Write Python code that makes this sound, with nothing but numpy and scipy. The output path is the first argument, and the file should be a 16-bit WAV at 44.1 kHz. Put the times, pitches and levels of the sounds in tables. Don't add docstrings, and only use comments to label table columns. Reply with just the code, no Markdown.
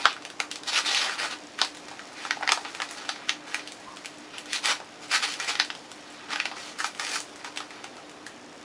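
import sys
import numpy as np
from scipy import signal
from scipy.fft import rfft, irfft, next_fast_len
from scipy.io import wavfile
from scipy.ndimage import uniform_filter1d

SR = 44100
rng = np.random.default_rng(int(sys.argv[2]) if len(sys.argv) > 2 else 0)


def wav_record(signal):
    frames = np.transpose(np.atleast_2d(signal))
    bounded = np.clip(frames, -1, 1)
    quanta = np.round(bounded * 32767).astype(np.int16)
    wavfile.write(sys.argv[1], SR, quanta)


N = 381024


def amp(db):
    return 10 ** (np.asarray(db) / 20)


def unit_rms(x):
    return x / np.sqrt(np.mean(x ** 2) + 1e-20)


def curve_at(points, hz):
    freq_hz, value = np.transpose(points)
    return np.interp(np.log(hz + 1), np.log(freq_hz + 1), value)


def add(mix, start_s, sound):
    part = mix[round(start_s * SR):][:len(sound)]
    part += sound[:len(part)]


def resonate(x, hz, width_hz):
    b, a = signal.iirpeak(hz, hz / width_hz, SR)
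    return signal.lfilter(b, a, x)


def low_pass(x, hz):
    return signal.oaconvolve(x, signal.firwin(1023, hz, window=("kaiser", 11), fs=SR), "same")


def minimum_phase(gain_db):
    cepstrum = irfft(gain_db * np.log(10) / 20)
    cepstrum[1:len(cepstrum) // 2] *= 2
    cepstrum[len(cepstrum) // 2 + 1:] = 0
    return irfft(np.exp(rfft(cepstrum)))


# freq_hz, relative_db
HISS_SPECTRUM = [(18, -62), (30, -32.5), (190, -9), (304, -8), (352, -6.5), (702, -6), (774, -7), (920, -9),
                 (1660, -13), (1790, -13.5), (4450, -21), (5420, -20.5), (10800, -34), (14000, -67),
                 (22000, -120)]
# pitch_hz, width_hz, level_db
FAN_TONES = [(299.2, 21, -53.5), (247.3, 8.4, -66)]


def fan_and_hiss(hiss_db=-47.5):
    frames, hz = N // 256 + 5, np.fft.rfftfreq(1024, 1 / SR)
    real, imag, patches = rng.standard_normal((frames, 513, 3)).T
    patches = unit_rms(uniform_filter1d(uniform_filter1d(patches, 12, 0), 14, 1))
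    spectra = (real + 1j * imag) * amp(curve_at(HISS_SPECTRUM, hz)[:, None] + 0.4 * patches)
    bed = amp(hiss_db) * unit_rms(signal.istft(spectra, nperseg=1024, noverlap=768)[1][:N])
    t = np.arange(N) / SR
    for pitch_hz, width_hz, level_db in FAN_TONES:
        fuzz = unit_rms(resonate(rng.standard_normal(N), pitch_hz, width_hz))
        bed += amp(level_db) * (0.64 * fuzz + 1.03 * np.sin(2 * np.pi * pitch_hz * t))
    return bed


# pitch_hz, width_hz, relative_db
TICK_COLOUR = [(5500, 1300, 6), (6600, 1300, 7)]
# time_s, level_db
TICK_LEVELS = [(0, -44), (1.3, -44), (1.45, -35), (2.0, -37.5), (2.3, -44), (3.8, -45), (4.0, -41.5),
               (4.9, -41), (5.2, -39), (8.2, -49), (8.4, -42), (8.64, -40.5)]


def electric_ticks(rate_hz=59.93, first_s=.0026):
    times = np.arange(first_s, N / SR, 1 / rate_hz)
    sizes = amp(3.4 * rng.standard_normal(len(times)))
    train = np.zeros(N)
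    train[(times * SR).astype(int)] = sizes * (rng.random(len(times)) < .8)
    ticks = sum(amp(db) * resonate(resonate(train, hz, width), hz, width)
                for hz, width, db in TICK_COLOUR)
    level_db = np.interp(np.arange(N) / SR, *np.transpose(TICK_LEVELS))
    return amp(level_db) * ticks / np.percentile(abs(ticks), 99.9)


# freq_hz, t60_s
WALL_DECAY = [(400, 0.073), (1000, 0.17), (2800, 0.14), (7400, 0.2)]


def wall_tail(level_db):
    taps = np.zeros(SR // 2)
    slots = np.arange(200, len(taps) - 10, 10)
    taps[slots + rng.integers(0, 10, len(slots))] = rng.choice([-1., 1.], len(slots))
    hz, t, spectra = signal.stft(taps, SR, nperseg=128)
    decay = amp(-60 * t / curve_at(WALL_DECAY, hz)[:, None])
    tail = signal.istft(spectra * decay, SR, nperseg=128)[1]
    return amp(level_db) * tail / np.linalg.norm(tail)


# delay_ms, level_db
NEAR_ECHOES = [(1.4, -17), (2.3, -16), (5.2, -28), (7.5, -22), (11.5, -17.5)]


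def room(x, tail_db, crossfade_hz=7):
    near = np.zeros(SR // 50)
    near[0] = 1
    for delay_ms, level_db in NEAR_ECHOES:
        near[round(delay_ms * SR / 1000)] += amp(level_db)
    out = signal.oaconvolve(x, near)[:N]
    turn = np.pi * crossfade_hz * np.arange(N) / SR
    for k in range(4):
        share = np.sqrt(.5) * np.cos(turn + np.pi * k / 4)
        out += signal.oaconvolve(x * share, wall_tail(tail_db))[:N]
    return out


# time_s, pitch_hz, level_db
SQUEAK_PATH = [(3.851, 1180, -56), (3.861, 1020, -61), (3.874, 1030, -38), (3.912, 1116, -47),
               (3.95, 1010, -49)]


def finger_squeak():
    out = np.zeros(N)
    time_s, pitch_hz, level_db = np.transpose(SQUEAK_PATH)
    t = np.arange(time_s[0], time_s[-1], 1 / SR)
    stutter = 1 + 0.78 * unit_rms(uniform_filter1d(rng.standard_normal(len(t)), 150))
    tone = np.sin(2 * np.pi * np.cumsum(np.interp(t, time_s, pitch_hz)) / SR) * stutter
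    add(out, time_s[0], amp(np.interp(t, time_s, level_db)) * tone * signal.windows.tukey(len(t), .3))
    return out


# pitch_hz, base_width_hz, relative_db
POUCH_MODES = [(829, 47, 5), (1220, 45, -1), (1502, 52, -1.5), (1904, 25, 3), (2420, 24.5, 4.5),
               (3100, 66, -13), (3060, 250, -20), (3790, 53, -11), (4513, 37, -7.5), (4860, 710, -13.5),
               (5830, 270, -15)]


def pouch(x, ring_db, widen=3.6):
    ring = sum(amp(db) * resonate(x, hz, widen * width) for hz, width, db in POUCH_MODES)
    return x + amp(ring_db) * ring


# freq_hz, relative_db
PAPER_SPECTRUM = [(150, -56), (250, -26), (293, -2.5), (516, -8.5), (567, -0.5), (802, -9.5), (1030, -1),
                  (1560, -0.5), (4540, -1), (10800, -16.5), (14000, -100), (22000, -120)]


def breaking_fibres(motion, clump_db, size_db, breaks_per_s=12000):
    clumps = amp(clump_db * unit_rms(uniform_filter1d(rng.standard_normal(N), 180)))
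    sizes = amp(size_db * np.minimum(rng.exponential(1, N), 5)) * rng.choice([-1., 1.], N)
    breaks = clumps * sizes * (rng.random(N) < breaks_per_s / SR)
    hz, t, spectra = signal.stft(unit_rms(pouch(breaks, ring_db=0.25)), SR, nperseg=256, noverlap=192)
    hz = hz[:, None] + 1
    patches = rng.standard_normal(spectra.T.shape)
    patches = unit_rms(uniform_filter1d(uniform_filter1d(patches, 24, 0), 4, 1)).T
    colour = amp(curve_at(PAPER_SPECTRUM, hz))
    colour /= np.sqrt(np.mean(colour ** 2 * (hz > 1500) * (hz < 4500)))
    shaped = spectra * colour * motion(hz, t) * amp(1.7 * patches)
    return signal.istft(shaped, SR, nperseg=256, noverlap=192)[1][:N]


def grip_db(hz, boom_db, fizz_db):
    return np.clip(np.log2(2200 / hz), 0, 1) * boom_db + np.clip(np.log2(hz / 3600), 0, 1) * fizz_db


# time_s, level_db, boom_db, fizz_db
FINGER_MOVES = [(0, -45, 7, 3), (.1, -36, -17, -15), (.2, -61, -10, -10), (.64, -71, -14, -15),
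                (1.42, -56, -12, -0.5), (2.12, -55.5, 4.5, 1), (2.4, -51.5, -3, -2), (2.64, -53, 2, 4.5),
                (2.98, -47.5, 0.5, 1.5), (3.4, -56.5, 2, -11), (3.56, -46, 1, -7), (3.75, -57, -5, 1),
                (4.9, -58, -2, -7), (5.55, -50.5, 7, 5), (5.75, -60, -13, 5), (6.25, -52.5, 3, -7),
                (6.4, -50, -1, 1), (6.53, -54.5, -5, -3), (7.7, -57.5, -2, 1), (8.1, -59, -10, -12),
                (8.64, -61, -2, -5)]


def fingers(hz, t):
    time_s, *columns = np.transpose(FINGER_MOVES)
    level_db, boom_db, fizz_db = (np.interp(t, time_s, column) for column in columns)
    return amp(level_db + grip_db(hz, boom_db, fizz_db))


def handling_snaps(per_s=4, above_handling_db=17, spread_db=3):
    when, pitch = rng.random((round(per_s * N / SR), 2)).T
    scatter_db = spread_db * rng.standard_normal((len(when), 4))
    start_s = when * N / SR
    handling_db = np.interp(start_s, *np.transpose(FINGER_MOVES)[:2])
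    peak_db = handling_db + above_handling_db + scatter_db[:, 0]
    colour_db = scatter_db[:, 1:] + (-18, -9, -9)
    return list(zip(start_s, peak_db, 720 * 5 ** pitch, *colour_db.T))


# start_s, peak_db, pitch_hz, boom_db, body_db, crack_db
BUCKLES = [(0.0545, -1.5, 1320, -13, -15, -35), (0.1278, -27, 3810, -21, -18, -20),
           (0.164, -30.5, 1210, -17, -23, -34), (0.222, -30.5, 1980, -17, -8, -19),
           (0.2502, -22.5, 2740, -20, -8, -18.5), (0.3006, -29, 1500, -16, -10, -16.5),
           (0.401, -11, 1240, -16, -17.5, -26.5), (0.5132, -17, 2800, -27, -1, -11.5),
           (0.5568, -20, 4400, -24, -7, -16), (0.6335, -27.5, 3810, -16, -8, -16),
           (0.9464, -11, 2430, -17, -5, -16), (1.3117, -30, 1350, -3, -6, -20),
           (1.589, -20, 1570, -13, -18, -24), (1.6146, -6, 4300, -8, -7, -24),
           (1.6464, -19.5, 2670, -26, -11, -16), (1.7479, -30, 740, -19, -9, -11),
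           (1.7707, -30, 732, -15, -6, -9), (1.8827, -29, 1890, -10, -6, -21),
           (1.9121, -30.5, 800, -5, -12, -19), (1.9924, -27.5, 1520, -22, -19, -31),
           (2.2509, -21.5, 1440, -12, -19, -35), (2.3078, -9, 1980, -22, -12, -32.5),
           (2.3694, -31, 797, -2, -12, -25), (2.409, -28, 815, -2, -28, -25),
           (2.4259, -19, 813, -18, -29, -49), (2.4314, -18, 830, -15, -22, -46),
           (2.4754, -10.5, 1870, -14, -16, -33), (2.4904, -6, 1500, -12, -5, -25),
           (2.519, -5.5, 1580, -5.5, -6, -17.5), (2.574, -20, 760, -10.5, -20, -30),
           (2.6488, -25, 824, -10, -13, -35), (2.7488, -20, 2890, -23, -19, -27),
           (2.801, -17, 1430, -15, -18.5, -33), (2.8184, -16, 1950, -13, -9.5, -23),
           (2.9098, -21.5, 2140, -21, -18, -10), (3.056, -40, 1280, -10, -2, -14),
           (3.0907, -14.5, 4460, -16.5, -7.5, -22.5), (3.2925, -8.5, 2750, -23.5, -10, -28.5),
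           (3.5438, -13, 1860, -23, -10.5, -19.5), (3.5937, -24.5, 2490, -21, -11.5, -32),
           (3.6738, -24.5, 3960, -23, -3.5, -13), (3.72, -27.5, 2030, -14, -6, -8),
           (3.9691, -29, 713, -20, -7, -18), (4.0464, -27, 2420, -22, -6, -19),
           (4.0572, -21, 2440, -21, -7, -15), (4.3814, -23.5, 3040, -27, -2, -6),
           (4.4573, -29.5, 3940, -22, -13, -16), (4.5308, -12.5, 2070, -24, -6, -14),
           (4.6561, -9.5, 2020, -30, -1.5, -8), (4.801, -29, 797, -7, -18, -33),
           (5.3214, -29, 2480, -22, -6, -7), (5.338, -22.5, 3030, -25, -9, -15),
           (5.3991, -18, 1520, -24, -15, -20), (5.5066, -23, 2470, -22, -16, -29),
           (5.553, -18.5, 1920, -25, -11, -36), (5.598, -5, 1600, -25, -9, -28.5),
           (5.6472, -23.5, 3840, -24, -5, -9), (5.7015, -18, 1390, -21.5, -5, -26),
           (5.7498, -27.5, 840, -12.5, -6, -18), (5.9155, -25.5, 4300, -16, -9, -13),
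           (6.3047, -28, 1410, -18, -16, -21), (6.3579, -17, 2960, -27, -19.5, -36),
           (6.3998, -11, 2610, -30.5, -18, -37), (6.4545, -15, 2300, -14, -8.5, -30),
           (6.5136, -28, 1240, -5, -12, -30), (6.567, -27.5, 2050, -13, -12, -25),
           (6.787, -24.5, 1590, -25, -7, -12), (6.8024, -18.5, 1390, -24, -23, -27),
           (6.8432, -13.5, 1270, -12.5, -12.5, -29), (6.9481, -30.5, 1930, -28, -11, -17),
           (6.9957, -16, 1520, -17, -13.5, -19.5), (7.0482, -17.5, 2290, -15, 0, -11),
           (7.0666, -19.5, 3100, -24, -15, -21), (7.2024, -19.5, 1480, -11, -8, -4),
           (7.358, -30, 1390, -14, -10, -11), (7.4453, -25, 1020, -14, -16, -23),
           (7.56, -29, 1920, -13, -11, -21), (7.573, -16, 3550, -16, -8.5, -15.5),
           (7.6033, -22.5, 1280, -15, -14, -29), (7.7054, -32, 2150, -20, -14, -25),
           (7.8411, -24.5, 2370, -12, -13, -22), (7.9673, -32, 907, -18, -15, -27),
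           (7.9804, -38, 719, -12, -19, -28), (8.0943, -34, 2650, -10, -8, -10),
           (8.2646, -25, 1630, -20, -12, -14.5)]


def buckling_snaps(creak_s=.008, creak_db=-35):
    out, t, hz = np.zeros(N), np.arange(3500) / SR, np.fft.rfftfreq(1024, 1 / SR)
    rows = BUCKLES + handling_snaps()
    noises = rng.standard_normal((len(rows), 2, len(t)))
    for (start_s, peak_db, pitch_hz, boom_db, body_db, crack_db), (noise, grain) in zip(rows, noises):
        colour = [(150, boom_db - 22.5), (450, boom_db - 0.5), (800, boom_db + 6), (1600, -7.5),
                  (3200, body_db + 3), (5000, body_db - 0.7),
                  (7500, crack_db + 4.5), (12000, crack_db - 6.5)]
        patch_db = 4.6 * np.exp(-(np.log2((hz + 1) / pitch_hz) / 0.31) ** 2)
        click = minimum_phase(curve_at(colour, hz) + patch_db)
        flutter = 0.35 * noise * np.exp(-t / 0.002)
        crackle = noise * grain * np.exp(-t / 0.025) * np.minimum(t / 0.004, 1)
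        drive = flutter + amp(-30.5 - 0.25 * peak_db) * crackle
        drive[0] = 1
        creak = grain[:round(creak_s * SR)]
        drive = np.concatenate([amp(creak_db) * creak * creak[::-1], drive])
        snap = signal.oaconvolve(drive, click)
        add(out, max(start_s + .0009 - creak_s, 0), amp(peak_db) * snap / abs(snap).max())
    return pouch(out, ring_db=-5)


# start_s, length_s, level_db, swell_db, boom_db, fizz_db, rasp_hz
BLADE_PULLS = [(0.053, .006, -43, 0, -9, -1, 3000), (0.68, 0.012, -36.5, 0.5, 1, 5.5, 3870),
               (0.733, 0.052, -34.5, 4.5, 1, 2.5, 3450), (0.859, 0.16, -33.5, 1, -1, 0.5, 3700),
               (1.015, 0.14, -36.5, -8, 5, 3, 2330), (1.191, 0.069, -39, -0.5, 6.5, 4.5, 2210),
               (1.302, 0.031, -45, 2.5, 5.5, 3, 2560), (1.594, .012, -40, -1, -6, -2, 1800),
               (2.168, 0.1, -51.5, 5.5, -1, 1.5, 1900), (2.652, 0.036, -44, -3.5, 2.5, -29, 2390),
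               (3.225, 0.032, -55, 0, 1.5, -15, 2060), (3.289, .005, -44.5, -1, 6, 5, 1500),
               (3.475, 0.095, -54.5, -3, 6, 8, 2100), (4.34, 0.053, -50, 0, 0, -4, 2290),
               (4.485, 0.074, -52, 17, -6, 3, 2770), (4.645, 0.065, -36, 6, 2.5, 4, 2700),
               (5.026, 0.026, -51.5, -3, -1, 7, 2550), (5.114, 0.044, -33.5, 7, -4, 1.5, 1860),
               (5.231, 0.018, -32, -2.5, -3, 2.5, 2100), (5.279, 0.067, -41, -5.5, -1, 6, 2890),
               (5.402, 0.044, -39.5, -3, -2, 2.5, 2290), (5.48, 0.013, -38.5, 8.5, 0, 3.5, 2270),
               (6.301, 0.029, -44.5, 10, 2, -0.5, 1950), (6.566, 0.15, -50.5, -1.5, 3, 7, 2830),
               (6.799, .012, -41.5, -1.5, 2, 9, 1530), (6.844, 0.019, -40.5, -1, -19, 7, 1990),
               (7.002, .045, -46, 2, 5, 10, 2000), (7.071, 0.091, -47, 10, 3, 9.5, 2470),
               (7.452, 0.023, -46, 0, 1.5, -1, 1600), (7.717, .07, -59, 4.5, 9, -5, 2000)]


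def blade(hz, t, bite_db_per_s=912, ease_db_per_s=408, rasp_db=5, rasp_octaves=0.75):
    power = 0
    for start_s, length_s, level_db, swell_db, boom_db, fizz_db, rasp_hz in BLADE_PULLS:
        shape_db = (swell_db * np.clip((t - start_s) / length_s, 0, 1)
                    - bite_db_per_s * np.maximum(start_s - t, 0)
                    - ease_db_per_s * np.maximum(t - start_s - length_s, 0))
        rasp_band = np.exp(-(np.log2(hz / rasp_hz) / rasp_octaves) ** 2)
        colour = amp(grip_db(hz, boom_db, fizz_db) + rasp_db * rasp_band)
        power += (colour * amp(level_db + np.maximum(shape_db, -100))) ** 2
    return np.sqrt(power)


def scene():
    tearing = breaking_fibres(blade, clump_db=1.5, size_db=2.6)
    rustle = breaking_fibres(fingers, clump_db=2.5, size_db=3.2)
    envelope = tearing + rustle + buckling_snaps() + finger_squeak()
    return (room(envelope, tail_db=-6) + fan_and_hiss() + electric_ticks())[None]


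# freq_hz, gain_db
MIRROR_GAIN = [(12900, -8.5), (14000, -17), (15700, -27)]


def record(dry, overload=.9, capture_hz=24000, capture_edge_hz=11030, top_hz=15740):
    captured = low_pass(np.clip(dry[0], -overload, overload), capture_edge_hz)
    analytic = signal.hilbert(captured, next_fast_len(N))[:N]
    flipped = (analytic.conj() * np.exp(2j * np.pi * capture_hz * np.arange(N) / SR)).real
    hz = np.fft.rfftfreq(N, 1 / SR)
    band = (hz > capture_hz / 2) * (hz < top_hz + 500)
    mirror = irfft(rfft(flipped) * amp(curve_at(MIRROR_GAIN, hz)) * band, N)
    return low_pass(captured + mirror, top_hz)[None]


dry = scene()
out = record(dry)
wav_record(out)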